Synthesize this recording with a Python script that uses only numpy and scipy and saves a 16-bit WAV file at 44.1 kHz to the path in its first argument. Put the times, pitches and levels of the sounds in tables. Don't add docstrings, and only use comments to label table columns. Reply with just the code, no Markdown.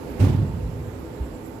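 import sys
import numpy as np
from scipy import signal
from scipy.fft import rfft, irfft
from scipy.io import wavfile
from scipy.ndimage import uniform_filter1d

SR = 44100
rng = np.random.default_rng(int(sys.argv[2]) if len(sys.argv) > 2 else 0)


def inscribe(sig):
    pcm = np.round(np.clip(np.atleast_2d(sig).T, -1, 1) * 32767)
    wavfile.write(sys.argv[1], SR, pcm.astype(np.int16))


N = 70560

# (frequency [Hz], noise correlation [0-1], left level relative to right [dB])
MIC_PAIR = [(60, 0.91, -1.5), (130, .98, -3), (294, 0.71, -4.5), (555, 0.63, -2), (1150, 0.01, -7),
            (2380, 0, -10.5), (4580, 0.22, -20.5), (8000, .02, -29), (9700, .02, -21), (10800, .02, -14.5),
            (11900, 0.7, -24), (15000, 0.1, -27)]


def undb(db):
    return 10 ** (np.asarray(db) / 20)


def at(table, hz, column=1):
    rows = np.array(table, float)
    return np.interp(np.log(np.maximum(hz, 1)), np.log(rows[:, 0]), rows[:, column])


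def wander(per_s):
    step = max(int(SR / per_s), 2)
    steps = np.repeat(rng.standard_normal(N // step + 1), step)
    smooth = uniform_filter1d(uniform_filter1d(steps, step), step)[:N]
    return smooth / smooth.std()


def envelope(start, attack, hold, t60):
    age = np.arange(N) / SR - start
    decay = np.exp(-np.log(1000) * np.maximum(age - attack - hold, 0) / t60)
    return np.clip(age / attack, 0, 1) * decay


def mode(start, hz, attack, hold, t60):
    age = np.arange(N) / SR - start
    return envelope(start, attack, hold, t60) * np.sin(2 * np.pi * hz * age)


def band_centres():
    return 25 * 2 ** (np.arange(38) / 4)


def noise_band(hz, octaves=.25):
    octaves_away = np.log2(np.maximum(np.arange(N // 2 + 1) * SR / N, 1) / hz)
    shape = np.cos(np.pi / 2 * np.clip(octaves_away / octaves, -1, 1))
    noise = irfft(rfft(rng.standard_normal((2, N))) * shape, N)
    mid, side = noise / noise.std(axis=1, keepdims=True)
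    correlation = at(MIC_PAIR, hz)
    in_phase = np.sqrt((1 + correlation) / 2) * mid
    antiphase = np.sqrt((1 - correlation) / 2) * side * np.array([[1], [-1]])
    return .5 * (in_phase + antiphase)


def background():
    # (frequency [Hz], level per octave [dB])
    spectrum = [(25, -78), (45, -49.5), (70, -44), (130, -41), (190, -43.5), (270, -38.5), (450, -43),
                (650, -45), (900, -45.5), (1300, -49), (2700, -53), (3300, -56.5), (4400, -56), (6300, -58),
                (8500, -62), (11800, -52.5), (15000, -61.5)]
    # (frequency [Hz], width [Hz], level [dB])
    resonances = [(243.6, 27, -43), (326.3, 19.8, -45), (403.3, 10.3, -47.5), (425.8, 12, -48),
                  (495.7, 12.5, -46.5), (544.2, 12.3, -53), (795, 31, -59.5), (893, 33, -51.5)]
    # (time [s], gain [dB])
    drift = [(0, 1.5), (.18, 2.5), (.4, 0), (.8, -.5), (1.2, -.5), (1.6, -1)]
    flicker_db = 1.0
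    air = sum(undb(at(spectrum, hz) + flicker_db * wander(per_s=14.28)) * noise_band(hz)
              for hz in band_centres())
    hum = sum(undb(db) * 2 * noise_band(hz, np.log2(1 + width / hz)) for hz, width, db in resonances)
    drift_db = np.interp(np.arange(N) / SR, *np.array(drift).T)
    return (air + hum) * undb(drift_db)


def insect():
    # (time [s], level [dB])
    chirps = [(.485, -59), (.73, -60), (.865, -60), (.945, -61), (1.06, -60), (1.156, -59), (1.257, -57),
              (1.357, -55.5), (1.457, -53.5), (1.558, -59)]
    steady_db, width_s = -63, .014
    t = np.arange(N) / SR
    pulses = sum(undb(db) * np.exp(-.5 * ((t - peak) / width_s) ** 2) for peak, db in chirps)
    amplitude = np.hypot(undb(steady_db), pulses)
    return amplitude * 2 * noise_band(hz=7466, octaves=.16)


def grip_brushes():
    # (time [s], level [dB], t60 [s])
    shifts = [(.098, -52, .12), (.992, -54, .12), (1.455, -50.5, .2)]
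    amplitude = sum(undb(db) * envelope(start, attack=.006, hold=0, t60=t60) for start, db, t60 in shifts)
    return amplitude * 2 * noise_band(hz=12100, octaves=.27)


def handling_bumps():
    # (time [s], level [dB], starting frequency [Hz], t60 [s])
    pushes = [(0.099, -29.5, 66, 0.18), (0.156, -30, 68, .12), (0.637, -20.5, 61.6, 0.28),
              (0.901, -33.5, 78.3, 0.67), (1.022, -33.5, 73.5, 0.42), (1.203, -15.5, 71.7, .17),
              (1.297, -30.5, 51, 0.36)]
    sag_fraction, sag_s = .35, .075
    out = np.zeros(N)
    for start, db, hz, t60 in pushes:
        age = np.maximum(np.arange(N) / SR - start, 0)
        pitch_ratio = 1 - sag_fraction * (1 - np.exp(-age / sag_s))
        cycles = hz * np.cumsum((age > 0) * pitch_ratio) / SR
        out -= undb(db) * envelope(start, attack=.008, hold=0, t60=t60) * np.sin(2 * np.pi * cycles)
    return out


def rumble_swells():
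    # (time [s], centre frequency [Hz], level [dB], t60 [s])
    surges = [(.35, 102.6, -27, 0.43), (0.649, 122, -33, 0.46), (.78, 87, -35.5, 0.6)]
    return sum(undb(db) * 2 * noise_band(hz, octaves=.77) * envelope(start, attack=.021, hold=.061, t60=t60)
               for start, hz, db, t60 in surges)


def after_knocks():
    # (time [s], level [dB])
    impacts = [(0.269, -10), (.305, -11.5), (0.326, -21), (.348, -11.5), (.389, -13.5), (0.417, -16),
               (0.448, -18.5), (.458, -20), (0.57, -23), (0.721, -20), (1.031, -30.5)]
    # (frequency [Hz], relative level [dB], t60 [s])
    knock_modes = [(103, -3.5, 0.079), (157.5, -2, 0.043), (256, -21, 0.048)]
    return sum(undb(db + mode_db) * mode(start, hz, attack=.00216, hold=0, t60=t60)
               for start, db in impacts for hz, mode_db, t60 in knock_modes)


def thump_rush():
    # (frequency [Hz], level per octave [dB], t60 [s])
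    spectrum = [(30.2, -52, .7), (59.6, -21.5, 1.73), (119, -24.5, 2.3), (192, -24.5, 1.26),
                (316, -22, 0.86), (430, -33.5, 0.57), (870, -33.5, 0.63), (1500, -40, 0.75),
                (2850, -39, 0.7), (3950, -43, 0.69), (7500, -44, 0.46), (15000, -48.5, 0.33)]
    grain_db = 1.36
    rush = np.zeros((2, N))
    for hz in band_centres():
        burst = envelope(start=.1914, attack=.016, hold=.035, t60=at(spectrum, hz, column=2))
        rush += undb(at(spectrum, hz)) * noise_band(hz) * burst
    return rush * undb(grain_db * wander(per_s=130))


def thump_boom():
    # (frequency [Hz], level [dB], t60 [s])
    long_modes = [(69.7, -32.5, 1.3), (99, -23, 2.37), (138.4, -30.5, 2.66), (158, -33, 3.8),
                  (257.7, -30, 1.34)]
    start_s, boom_db = .1975, -9.5
    boom = undb(boom_db) * mode(start_s, hz=103, attack=.018, hold=.038, t60=.075)
    ringing = sum(undb(db) * mode(start_s, hz, attack=.11, hold=0, t60=t60) for hz, db, t60 in long_modes)
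    return boom + ringing


def scene():
    thump = thump_boom() + thump_rush() + rumble_swells() + after_knocks()
    return thump + handling_bumps() + background() + insect() + grip_brushes()


def record(dry):
    low_cut_hz, top_hz = 30, 15550
    hz = np.arange(N + 1) * SR / (2 * N)
    low_cut = hz ** 4 / (hz ** 4 + low_cut_hz ** 4)
    left_gain = undb(at(MIC_PAIR, hz, column=2))
    response = np.array([left_gain * low_cut, low_cut])
    coloured = irfft(rfft(dry, 2 * N) * response)[:, :N]
    lowpass = signal.ellip(10, .2, 80, top_hz, fs=SR, output="sos")
    return signal.sosfilt(lowpass, coloured)


dry = scene()
out = record(dry)
inscribe(out)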